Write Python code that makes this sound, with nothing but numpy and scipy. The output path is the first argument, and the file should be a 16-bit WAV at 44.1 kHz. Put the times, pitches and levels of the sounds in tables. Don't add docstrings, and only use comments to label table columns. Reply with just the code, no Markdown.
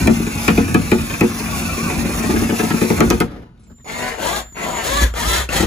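import sys
import numpy as np
from scipy import signal
from scipy.fft import rfft, irfft, next_fast_len
from scipy.io import wavfile
from scipy.ndimage import uniform_filter1d

SR = 44100
rng = np.random.default_rng(int(sys.argv[2]) if len(sys.argv) > 2 else 0)


def invert_db(x):
    u = np.asarray(x, float) / 20
    return 10 ** u


def log_audio(samples):
    frames = np.atleast_2d(samples).T
    limited = np.clip(frames, -1, 1)
    pcm = np.round(limited * 32767).astype(np.int16)
    wavfile.write(sys.argv[1], SR, pcm)


N = 249606

# start_s, motor_db, thread_bite_db
FAR_RUN = [(0.0, -34.5, -14.5), (0.3, -39.5, -28.5), (0.46, -34, -24.5), (0.53, -37.5, -19.5),
           (0.95, -39, -21.5), (1.27, -38, -30), (1.8, -35.5, -27), (2.0, -36, -27.5), (2.2, -35, -27.5),
           (2.4, -35.5, -25), (2.55, -36, -29.5), (2.7, -36, -25.5), (2.9, -34.5, -28), (3.05, -37.5, -14),
           (3.16, -41.5, -19.5), (3.26, -52, -21)]
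# on_s, load_s, off_s, idle_db, loaded_db
WHINE = [
    (3.675, 3.83, 4.05, -57, -52),
    (4.38, 4.525, 4.88, -52, -42),
    (5.09, 5.14, 5.17, -53, -48),
]
# start_s, peak_db, ring_hz, ring_db, length_s
CLICKS = [(3.312, -42.5, 11500, -13, .004), (3.575, -56, 3800, -14, 0.0092),
          (3.594, -46.5, 10500, -8, 0.068), (3.633, -60, 7670, 4, .025), (3.665, -56, 2500, -15, .006),
          (3.697, -46, 1500, -14, 0.018), (3.715, -51.5, 1700, -18, .012), (3.781, -56, 3720, -7, .008),
          (3.797, -54, 2000, -10, .01), (3.805, -64, 3700, 0, 0.018), (3.844, -38, 2400, -20, .006),
          (4.523, -37.5, 2110, -22, .004), (5.138, -24, 3260, -17, 0.005),
          (5.489, -17.5, 2900, -13, 0.0074)]
# mode_hz, level_db, t60_s
BOARD = [(49.6, -1.5, 0.15), (78.4, -2, 0.24), (96.3, -0.5, 0.15), (171.3, 4, 0.1), (227.2, -3.5, 0.38),
         (268.3, 3, 0.064), (359, 3.5, 0.031), (459.8, -2, 0.045), (474.8, -3.5, 0.053),
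         (561.7, -16, 0.076), (712.5, -14.5, 0.04), (892, -11, 0.015), (1108, -26, 0.12),
         (1286, -14.5, 0.028)]
# mode_hz, level_db, t60_s
STEEL = [(1750, -15, 0.013), (2489, 0.5, 0.015), (2381, -8.5, 0.046), (3780, -18, 0.0031),
         (6840, 12, 0.0028)]
# freq_hz, density_db
FAR_HISS = [(300, -10.5), (600, 0), (1500, -11), (2800, -27.5), (3200, -7.5), (5000, -8.5), (7000, -3.5),
            (9000, -2.5), (12000, -6.5), (15700, -7), (15900, -79.5)]
NEAR_HISS = [(250, -44), (450, -43), (1500, -8.5), (2600, -4.5), (3500, 1.5), (5000, -6), (7500, -1.5),
             (10000, -6.5), (13000, -7), (15700, -9), (15900, -72)]
# peak_hz, width_hz, level_db
FAR_HOUSING = [(2565, 200, 7.5), (3740, 120, -8.5), (4440, 140, -6), (5270, 110, -5.5), (6220, 250, -1.5),
               (7030, 110, -5)]
NEAR_HOUSING = [(700, 280, 17.5), (1003, 45, 8), (1390, 18, -5), (1810, 15, -9.5), (2020, 265, 16.5),
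                (2765, 67, 2), (3720, 14, -14), (4400, 84, 2.5), (7010, 44, 7)]
# freq_hz, density_db
AIR = [(18, -27), (30, 8.5), (229, -6.5), (497, -39.5), (1500, -41), (3260, -39.5), (5500, -43),
       (7270, -48), (8660, -54), (10600, -46.5), (12000, -58), (15600, -92), (22000, -120)]
# freq_hz, t60_s
ROOM_T60 = [(60, 0.98), (300, 0.22), (1500, 0.49), (6000, 0.17), (14000, 0.16)]
# freq_hz, level_db
WALL_DB = [(60, -11), (300, -5), (1200, 6.5), (4000, 2), (7000, -0.5), (15000, -9)]
# freq_hz, lean_db
FAR_LEAN = [(60, -0.5), (150, 0), (380, 3), (950, 6), (2380, 1.5), (5980, -5), (15000, 3.5)]
NEAR_LEAN = [(60, 12.5), (150, -2.5), (380, 9.5), (950, 4), (2380, 3.5), (5980, -2.5), (15000, 3.5)]
# freq_hz, lead_rad
PORT_LEAD = [(0, 0), (700, .9), (5900, 1.4), (8450, -3.14), (15800, -12.57), (22050, -20.6)]
# start_s, rustle_db, bumps_db
HANDLING = [(3.24, -43, -32), (3.3, -43, -38), (3.41, -48, -30.5), (3.48, -60.5, -59), (3.6, -72, -55),
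            (3.68, -67, -54), (3.7, -62, -42), (3.716, -60, -34), (3.74, -75, -37), (3.775, -75.5, -55),
            (3.79, -68, -55), (3.84, -82, -60)]
# low_hz, high_hz
SUM_GAPS = [(8250, 9050), (12700, 14200)]
DIFFERENCE_GAPS = [(10350, 11850), (15100, 17000)]
HARD_BLOWS_S = [.075, .16, .915, 1.208, 2.595, 3.103, 3.203, 4.41, 5.13]
DRY_WOOD_S = (1.1, 1.4, 2.4, 2.801)
# start_s, mesh_aim_hz, current_db (-84 or less: let go)
TRIGGER = [(3.846, 239.6, -5.5), (3.964, 250.1, -2.5), (4.075, 222.4, -9), (4.166, 300.2, -2),
           (4.215, 347, 3.5), (4.295, 445, 1), (4.375, 199.1, -90), (4.54, 222.3, -4), (4.64, 242.2, -2.5),
           (4.73, 220.9, -2.5), (4.815, 573.7, 3), (5.036, 248, -102), (5.135, 349, 2.5), (5.175, 680.4, 3),
           (5.343, 617.5, 1), (5.4, 247.5, -90), (5.488, 347.5, 8), (5.503, 700, 3), (5.61, 525, -84)]
# start_s, peak_db, crack_db
SLIPS = [(0.074, 5, -8), (0.197, -10.5, -44.5), (0.267, -12.5, -24), (0.366, -20, -42), (0.481, -16.5, -10),
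         (0.577, 2.5, -14.5), (0.745, 1.5, -9.5), (0.821, -27, -37), (0.917, 2.5, -10), (0.985, -16.5, -24),
         (1.14, -18, -18.5), (1.21, 6.5, -8.5), (5.013, -12.5, -36.5), (5.599, -8.5, -22),
         (5.627, -6.5, -19.5)]
# start_s, peak_db
TAPS = [(1.313, -21), (1.398, -36), (1.459, -33), (1.562, -17), (1.622, -30), (1.695, -39), (1.773, -15),
        (1.889, -20), (1.944, -43), (2.049, -12.5), (2.104, -18)]
# start_s, peak_db, crack_db, follower_lag_s, follower_db
BLOWS = [(2.237, -9.5, -19, 0.055, -6), (2.362, -10.5, -17.5, 0.055, -7), (2.491, -10, -25, .030, -5.5),
         (2.594, -3, -13.5, .036, -4.5), (2.705, -7, -13.5, 0.031, -5.5), (2.814, -2.5, -18, 0.027, -15),
         (2.901, -2, -17.5, 0.015, -25), (3.006, 5.5, -5.5, 0.019, -21), (3.104, 4, -4, 0.011, -32.5),
         (3.204, -2.5, -11.5, 0.0063, -43)]
# start_s, peak_db, crack_db
TICKS = [(1.8, -26, -29.5), (1.856, -41, -28), (2.4, -12, -27.5), (2.014, -26, -32.5), (2.088, -10.5, -36),
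         (2.4, -16.5, -34), (2.199, -14, -35), (1.4, -14, -39), (2.335, -6, -32), (1.9, -4.5, -38),
         (1.9, -14.5, -22.5), (3, -21, -35), (0.68, -15, -24), (1.1, -22.5, -19.5), (2.3, -10, -28),
         (2.3, -13, -25), (2.5, -13, -18), (2.83, -9.5, -29), (0.06, -5, -28), (2.925, -11, -29),
         (4.2, -19, -31), (2.98, -12.5, -23), (2.993, -8, -35), (0.48, 1, -12)]
# mesh_multiple, level_db
MESH_ORDERS = [(1, -13), (2, 3), (3, -2), (4, -3), (5, -5), (6, -3), (7, -10), (8, -9)]
# freq_hz, lift_db
SHELL_LIFT = [(300, -3), (560, -2), (720, 5), (830, -1), (950, 6), (1250, 1), (1700, 4), (2200, 2),
              (2900, -8), (4100, 2)]
# mesh_multiple, level_db against the motor
FAR_WHISTLES = [(4, -15), (5, -17), (8, -16), (9, -13)]
WHISTLE_S = (1.3, 1.5, 2.3, 2.5)

FAR_MESH_HZ, FAR_MESH_DB, FAR_MESH_DB_PER_S = 284.3, -1.5, -7
MESH_WANDER_DB, WHISTLE_LIFT_DB = 1.5, 6
DRY_WOOD_DB, SOFT_WOOD_DB = 22, -2
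CAM_SWING, CAM_LAG_S = .06, .005

TAP_CRACK_DB, FOLLOWER_CRACK_DB, REBOUND_S = -25.5, -45, .0095
SNAP_DB, SNAP_FOLLOWS, SEATED_S, SEATED_SNAP_DB = -41.5, 0.96, 3.05, 7.5
THUD_T60_S, THUD_KNEE_HZ, THUD_DAMPING = 0.15, 393, 1.2
SEATED_HARD_DB, HARD_FROM_S = 3.5, 2.85
BURIED_S, BURIED_DB = 2.2, -7
RATTLE_SHARE, BODY_DB = 0.21, 15
SECOND_SCREW_S = 3.6

SLOW_HZ, SPIN_S = 240, .025
PULL_S, CURRENT_S = 0.015, 0.017
HISS_DB, HISS_DB_PER_OCT = -30.5, 4
MESH_DB, MESH_DB_PER_OCT = -18.5, -11
ORDERS_DB, ORDERS_DB_PER_OCT = -41, 5
THREAD_DB, THREAD_DB_PER_S, THREAD_DB_PER_OCT = -46.5, 9.5, 2
SWEEP_LOSS_DB = 1.5
IDLE_HZ, LOADED_HZ, SAG_S, OCTAVE_DB = 7165, 6930, .03, -10

HUM_DB, HUM_HZ, MESH_PER_SHAKE, HUM_IDLE_DB = -20, 57, 9.8, -43
HUM_FROM_HZ, HUM_DB_PER_OCT, PAST_DB_PER_OCT, HUM_RING_S = 516, 78, -19.5, 0.024
SHAKE_WANDER_DB = 3.5

AIR_DB, NEAR_ROOM_DB = -38, -17
GAP_SHRINK_HZ, GAP_FLICKER_PER_S = 220, 9


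def rms_one(x):
    return x / np.sqrt(np.mean(x ** 2) + 1e-20)


def in_time(rows, fade=0.0093):
    s, *columns = np.transpose(rows)
    t = np.arange(N) / SR
    gate = np.clip(np.minimum(t - s[0] + fade, s[-1] + fade - t) / fade, 0, 1)
    return [gate] + [np.interp(t, s, c) for c in columns]


def at_hz(points, hz):
    point_hz, point_value = np.transpose(points)
    return np.interp(np.log(hz + 1), np.log(point_hz), point_value)


def colour(x, spectrum):
    gain = invert_db(at_hz(spectrum, np.fft.rfftfreq(N, 1 / SR)))
    return rms_one(irfft(rfft(x) * gain, N))


def drift(rate):
    r = np.exp(-64 * np.pi * rate / SR)
    noise = rng.standard_normal(N // 32 + 2002)
    slow = signal.lfilter([1], [1, -2 * r, r * r], noise)[2000:]
    return np.interp(np.arange(N) / 32, np.arange(len(slow)), rms_one(slow))


def lagged(x, lag_s):
    r = np.exp(-1 / (lag_s * SR))
    return x[0] + signal.lfilter([(1 - r) ** 2], [1, -2 * r, r * r], x - x[0])


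def ring(x, hz, t60):
    r, w = 10 ** (-3 / (t60 * SR)), 2 * np.pi * hz / SR
    return signal.lfilter([0, np.sin(w)], [1, -2 * r * np.cos(w), r * r], x + 1e-18)


def tone(hz, wobble):
    return np.sqrt(2) * np.sin(2 * np.pi * np.cumsum(hz * (1 + wobble * drift(23.2))) / SR)


def grains(per_s, spread_db):
    hits = rng.random(N) < per_s / SR
    size = invert_db(spread_db * np.minimum(rng.exponential(1, N), 4))
    return hits * size * rng.choice([-1, 1], N)


def jolts(at_s, level_db, length_s, rise_s):
    t, out = np.arange(SR // 5) / SR, np.zeros(N + SR)
    for s, db, length in zip(at_s, level_db, length_s):
        shape = (1 - np.exp(-t / rise_s)) * np.exp(-(t / max(length, .002)) ** 2)
        start = round(s * SR)
        out[start:start + len(t)] += invert_db(db) * shape / np.sqrt(length)
    return out[:N]


def housing(x, peaks, widen, peak_db, patchy_db):
    lifted = 0
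    for hz, width, db in peaks:
        grip = invert_db(db + patchy_db * drift(8.2))
        lifted = lifted + grip * rms_one(ring(x, hz, 2.13 / (width * widen)))
    return rms_one(lifted) * invert_db(peak_db)


def board(force):
    return sum((-1) ** k * invert_db(db) * ring(force, hz, t60) for k, (hz, db, t60) in enumerate(BOARD))


def gears(spectrum, peaks, flutter_db, peak_db):
    teeth = rng.standard_normal(N) + .5 * grains(per_s=1300, spread_db=3.5)
    teeth = teeth * invert_db(flutter_db * (drift(27.0) + 0.089 * drift(76)))
    shell = housing(teeth, peaks, widen=2.66, peak_db=peak_db, patchy_db=1.5)
    return rms_one(colour(teeth, spectrum) + shell)


def cam():
    first_slips = SLIPS[:12]
    s = np.sort([row[0] for row in first_slips + TAPS + BLOWS])
    turns = np.interp(np.arange(N) / SR - CAM_LAG_S, s, np.arange(len(s)))
    return 1 - CAM_SWING * np.cos(2 * np.pi * turns) + 0.017 * drift(5)


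def whistles(mesh_hz):
    lift_db = np.interp(np.arange(N) / SR, WHISTLE_S, [0, WHISTLE_LIFT_DB, WHISTLE_LIFT_DB, 0])
    out = 0
    for k, db in FAR_WHISTLES:
        out = out + invert_db(db + lift_db + 4 * drift(18)) * tone(k * mesh_hz, wobble=.008)
    return out


def mesh(hz, peaks, waver, rough):
    turns = np.cumsum(hz * (1 + waver * drift(60))) / SR
    uneven = invert_db(2.5 * drift(40) + rng.normal(0, 2.5, N))
    pushes = rms_one(np.diff(np.floor(turns), prepend=0) * uneven)
    pushes = pushes + rough * rms_one(grains(per_s=1400, spread_db=-0.5))
    low = signal.lfilter([.12], [1, -.78], pushes - np.mean(pushes))
    shell = housing(pushes, peaks, widen=2.5, peak_db=0, patchy_db=2.5)
    return rms_one(invert_db(-21) * rms_one(low) + shell)


def creak(bright_db):
    slips = grains(per_s=500, spread_db=2) * invert_db(2 * drift(12))
    soft = signal.lfilter([.06], [1, -.94], slips)
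    return rms_one(board(soft + 0.086 * invert_db(bright_db) * slips))


def first_screw():
    gate, motor_db, bite_db = in_time(FAR_RUN)
    t = np.arange(N) / SR
    bright_db = np.interp(t, DRY_WOOD_S, [SOFT_WOOD_DB, DRY_WOOD_DB, DRY_WOOD_DB, SOFT_WOOD_DB])
    far = invert_db(motor_db + 6.5) * gears(FAR_HISS, FAR_HOUSING, flutter_db=1.5, peak_db=-6.0)
    mesh_hz = FAR_MESH_HZ * cam()
    far = far + invert_db(motor_db) * whistles(mesh_hz)
    mesh_db = motor_db + FAR_MESH_DB + FAR_MESH_DB_PER_S * t + MESH_WANDER_DB * drift(7.2)
    far = far + invert_db(mesh_db) * mesh(mesh_hz, FAR_HOUSING, waver=.008, rough=0.093)
    return gate * (far + invert_db(bite_db + 0.5) * creak(bright_db))


def contacts():
    rows = SLIPS + TICKS + [(s, db, TAP_CRACK_DB) for s, db in TAPS] + [row[:3] for row in BLOWS]
    rows += [(s + lag, db, FOLLOWER_CRACK_DB) for s, _, _, lag, db in BLOWS]
    s, peak_db, crack_db = np.transpose(rows)
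    snap_db = SNAP_DB + SNAP_FOLLOWS * (crack_db + 14.5) + SEATED_SNAP_DB * (s > SEATED_S) - crack_db
    snap_db = np.where(crack_db < -30, -22, snap_db)
    return s, peak_db, crack_db, snap_db, np.full(len(s), REBOUND_S)


def thuds(s, peak_db, rebound_s):
    thud = 0
    for k, (hz, db, t60) in enumerate(BOARD[3:]):
        force, luck_db = np.zeros(N + SR), rng.normal(0, 1.5, (len(s), 3))
        arrival_s = s + .045 / np.sqrt(hz)
        hard = (s > HARD_FROM_S) * (s < SECOND_SCREW_S) * (hz > THUD_KNEE_HZ)
        for bounce in range(3):
            at = np.round((arrival_s + bounce * rebound_s) * SR).astype(int)
            force[at] += invert_db(peak_db - 2.5 * bounce + luck_db[:, bounce] + SEATED_HARD_DB * hard)
        blow_t60 = THUD_T60_S * min(1, THUD_KNEE_HZ / hz) ** THUD_DAMPING
        thud = thud + (-1) ** k * invert_db(db - 12.5) * ring(force[:N], hz, blow_t60)
    return thud


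def knocks():
    s, peak_db, crack_db, snap_db, rebound_s = contacts()
    thud = thuds(s, peak_db, rebound_s)
    noise = rng.standard_normal((2, N))
    shank = np.cos(2 * np.pi * STEEL[1][0] * np.arange(N) / SR)
    rattle = jolts(s - .002, crack_db - 42.5, 0.31 * rebound_s, rise_s=0.0021)
    rattle = rattle * (noise[0] * RATTLE_SHARE + shank)
    bare = rattle * invert_db(BURIED_DB * (np.arange(N) > BURIED_S * SR))
    steel = sum(invert_db(db - 9.5) * ring(bare, hz, t60) for hz, db, t60 in STEEL)
    shudder = jolts(s - .002, crack_db - 31.5, 1.7 * rebound_s, rise_s=0.0016) * noise[0]
    body = signal.sosfilt(signal.butter(2, [400, 2300], "band", fs=SR, output="sos"), shudder)
    snap = jolts(s - .002, crack_db + snap_db - 8.5, 0.097 * rebound_s, rise_s=0.00027) * noise[1]
    snap = signal.sosfilt(signal.butter(2, 3000, "high", fs=SR, output="sos"), snap)
    return thud + steel + invert_db(BODY_DB) * body + snap


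def handling():
    gate, rustle_db, bumps_db = in_time(HANDLING)
    brushing = rng.standard_normal(N) * invert_db(1.9 * drift(40))
    rustle = colour(brushing, [(300, 9.0), (900, -4), (4000, -20), (8000, -31), (12000, -28), (16000, -39.5)])
    return gate * (invert_db(rustle_db + 7.5) * rustle + invert_db(bumps_db - 7.0) * creak(bright_db=-2))


def clicks():
    spectrum = [(300, 17.5), (1000, 3.0), (5000, -1.5), (12000, -5.5), (16000, -19)]
    out, noise = 0, colour(rng.standard_normal(N), spectrum)
    for s, db, hz, ring_db, length in CLICKS:
        tick = jolts([s], [db - 27], [length], rise_s=.0004) * noise
        out = out + tick + invert_db(ring_db) * ring(tick, hz, 0.008)
    return out


def whine():
    out = 0
    for on, load, off, idle_db, loaded_db in WHINE:
        gate, hz, db = in_time([(on, IDLE_HZ, idle_db), (load - SAG_S / 2, IDLE_HZ, idle_db),
                                (load + SAG_S / 2, LOADED_HZ, loaded_db), (off, LOADED_HZ, loaded_db)])
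        pair = tone(hz, wobble=0.00078) + invert_db(OCTAVE_DB) * tone(2 * hz, wobble=0.00054)
        out = out + gate * invert_db(db) * pair
    return out


def motor():
    s, aim_hz, current_db = np.transpose([(0, 200, -91.0)] + TRIGGER)
    step = np.searchsorted(s, np.arange(N) / SR, side="right") - 1
    current = invert_db(current_db[step])
    load = np.maximum(lagged(current, PULL_S), lagged(current, CURRENT_S))
    return lagged(aim_hz[step], SPIN_S), load


def gear_tones(mesh_hz):
    phase = 2 * np.pi * np.cumsum(mesh_hz * (1 + .009 * drift(30))) / SR
    sweep_oct_per_s = np.abs(np.gradient(np.log2(mesh_hz))) * SR
    steady_db = -np.minimum(SWEEP_LOSS_DB * sweep_oct_per_s, 5)
    out = 0
    for k, db in MESH_ORDERS:
        level_db = db + steady_db + at_hz(SHELL_LIFT, k * mesh_hz) + 3 * drift(20)
        out = out + invert_db(level_db) * np.sin(k * phase + k * k)
    return out


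def second_screw():
    mesh_hz, load = motor()
    octaves = np.log2(mesh_hz / SLOW_HZ)
    hiss = gears(NEAR_HISS, NEAR_HOUSING, flutter_db=1.84, peak_db=-4.5)
    near = invert_db(HISS_DB + HISS_DB_PER_OCT * octaves) * hiss
    mesh_db = MESH_DB + MESH_DB_PER_OCT * octaves
    near = near + invert_db(mesh_db - 7) * mesh(mesh_hz, NEAR_HOUSING, waver=.018, rough=1.1)
    near = near + invert_db(ORDERS_DB + ORDERS_DB_PER_OCT * octaves) * gear_tones(mesh_hz)
    growl = housing(grains(per_s=1700, spread_db=-1.0), NEAR_HOUSING[:2], widen=0.89, peak_db=-16.0,
                    patchy_db=-1.5)
    near = near + invert_db(mesh_db) * (SLOW_HZ / mesh_hz) ** 0.26 * growl
    thread_db = THREAD_DB + THREAD_DB_PER_S * (np.arange(N) / SR - 4) + THREAD_DB_PER_OCT * octaves
    return load * (near + invert_db(thread_db) * creak(bright_db=0))


def hum():
    mesh_hz, load = motor()
    beyond = np.log2(mesh_hz / SLOW_HZ) - np.log2(HUM_FROM_HZ / SLOW_HZ)
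    shake = load * invert_db(HUM_DB + np.minimum(HUM_DB_PER_OCT * beyond, PAST_DB_PER_OCT * beyond))
    level = lagged(shake, HUM_RING_S) + invert_db(HUM_IDLE_DB) * lagged(load, 0.13)
    hum_hz = np.maximum(HUM_HZ, lagged(mesh_hz, 0.035) / MESH_PER_SHAKE)
    return level * invert_db(SHAKE_WANDER_DB * drift(19)) * tone(hum_hz, wobble=0.019)


def scatter(x):
    hop = SR // 10
    t = np.arange(SR // 20) / SR
    window = np.sin(np.pi * np.arange(2 * hop) / (2 * hop))
    out, padded = np.zeros((2, N + 4 * hop)), np.pad(x, (hop, 2 * hop))
    for i in range(0, N + hop, hop):
        echo = rng.standard_normal((2, len(t))) * np.exp(-t / 0.013)
        echo = echo / np.linalg.norm(echo[0])
        piece = signal.fftconvolve((padded[i:i + 2 * hop] * window)[None], echo, axes=1)
        out[:, i:i + piece.shape[1]] += piece
    return out[:, hop:hop + N]


def room_tail():
    t = np.arange(SR) / SR
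    tail, white = 0, rng.standard_normal((2, SR))
    for centre in 45 * 2.0 ** np.arange(9):
        octave = signal.butter(2, [centre / 1.41, centre * 1.41], "band", fs=SR, output="sos")
        band = signal.sosfilt(octave, white)
        alike = np.clip(1.1 - centre / 900, 0, 1)
        decay = invert_db(-60 * t / at_hz(ROOM_T60, centre))
        tail = tail + (alike * band[0] + (1 - alike) * band) * decay
    return tail * np.minimum(t / 0.0047, 1) / np.linalg.norm(tail[0])


def heard(x, lean, wall_db, room_db):
    size = next_fast_len(N + SR)
    hz = np.fft.rfftfreq(size, 1 / SR)
    lead = np.interp(hz, *np.transpose(PORT_LEAD)) / 2
    nearby = rfft(scatter(x), size) * invert_db(at_hz(WALL_DB, hz) + wall_db)
    tail = rfft(room_tail(), size) * invert_db(room_db)
    paths = np.exp(1j * lead * [[1], [-1]]) + tail
    balance = invert_db(at_hz(lean, hz) / 2 * [[1], [-1]])
    return irfft((rfft(x, size) * paths + nearby) * balance, size)[:, :N]


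def without(parts, shrink_hz):
    hz = np.fft.rfftfreq(N, 1 / SR)
    cut = []
    for part, gaps in zip(parts, (SUM_GAPS, DIFFERENCE_GAPS)):
        loss_db = 0
        for low, high in gaps:
            low, high = low + shrink_hz, high - shrink_hz
            loss_db = loss_db + np.interp(hz, [low - 150, low + 50, high - 50, high + 150], [0, -70, -70, 0])
        cut.append(part * invert_db(loss_db))
    both, apart = cut
    return irfft([both + apart, both - apart], N)


def thinned(x):
    left, right = rfft(x)
    parts = (left + right) / 2, (left - right) / 2
    wide, narrow = without(parts, -GAP_SHRINK_HZ / 3), without(parts, GAP_SHRINK_HZ)
    thin = wide + np.clip(4 * drift(GAP_FLICKER_PER_S), 0, 1) * (narrow - wide)
    filled, t = np.zeros(N), np.arange(N) / SR
    for s in HARD_BLOWS_S:
        filled += np.clip(2 - np.abs(t - s) / .012, 0, 1)
    return thin + filled * (x - thin)


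def scene():
    blows, first = knocks(), np.arange(N) < SECOND_SCREW_S * SR
    far = first_screw() + blows * first + handling()
    near = second_screw() + blows * ~first + clicks()
    air = invert_db(AIR_DB - 9.0) * colour(rng.standard_normal(N), AIR)
    work = heard(far + air, FAR_LEAN, wall_db=-2.0, room_db=-15.0)
    work = work + heard(near, NEAR_LEAN, wall_db=-1.88, room_db=NEAR_ROOM_DB)
    return thinned(work) + hum() + heard(whine(), NEAR_LEAN, wall_db=0.0, room_db=-39)


def band_limit(x):
    return signal.sosfilt(signal.butter(12, 17000, fs=SR, output="sos"), x)


def record(dry):
    dry = signal.sosfilt(signal.butter(4, 38, "high", fs=SR, output="sos"), dry)
    fall_db = 250 * np.arange(N) / SR
    over_db = np.maximum(20 * np.log10(np.abs(dry).max(axis=0) + 1e-9) + 0.5, 0)
    held_db = uniform_filter1d(np.maximum.accumulate(over_db + fall_db) - fall_db, size=33)
    low_pass = signal.cheby2(12, 55, 16100, fs=SR, output="sos")
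    held = signal.sosfilt(low_pass, dry * invert_db(-held_db))
    return band_limit(np.clip(held, -1, 1))


dry = scene()
out = record(dry)
log_audio(out)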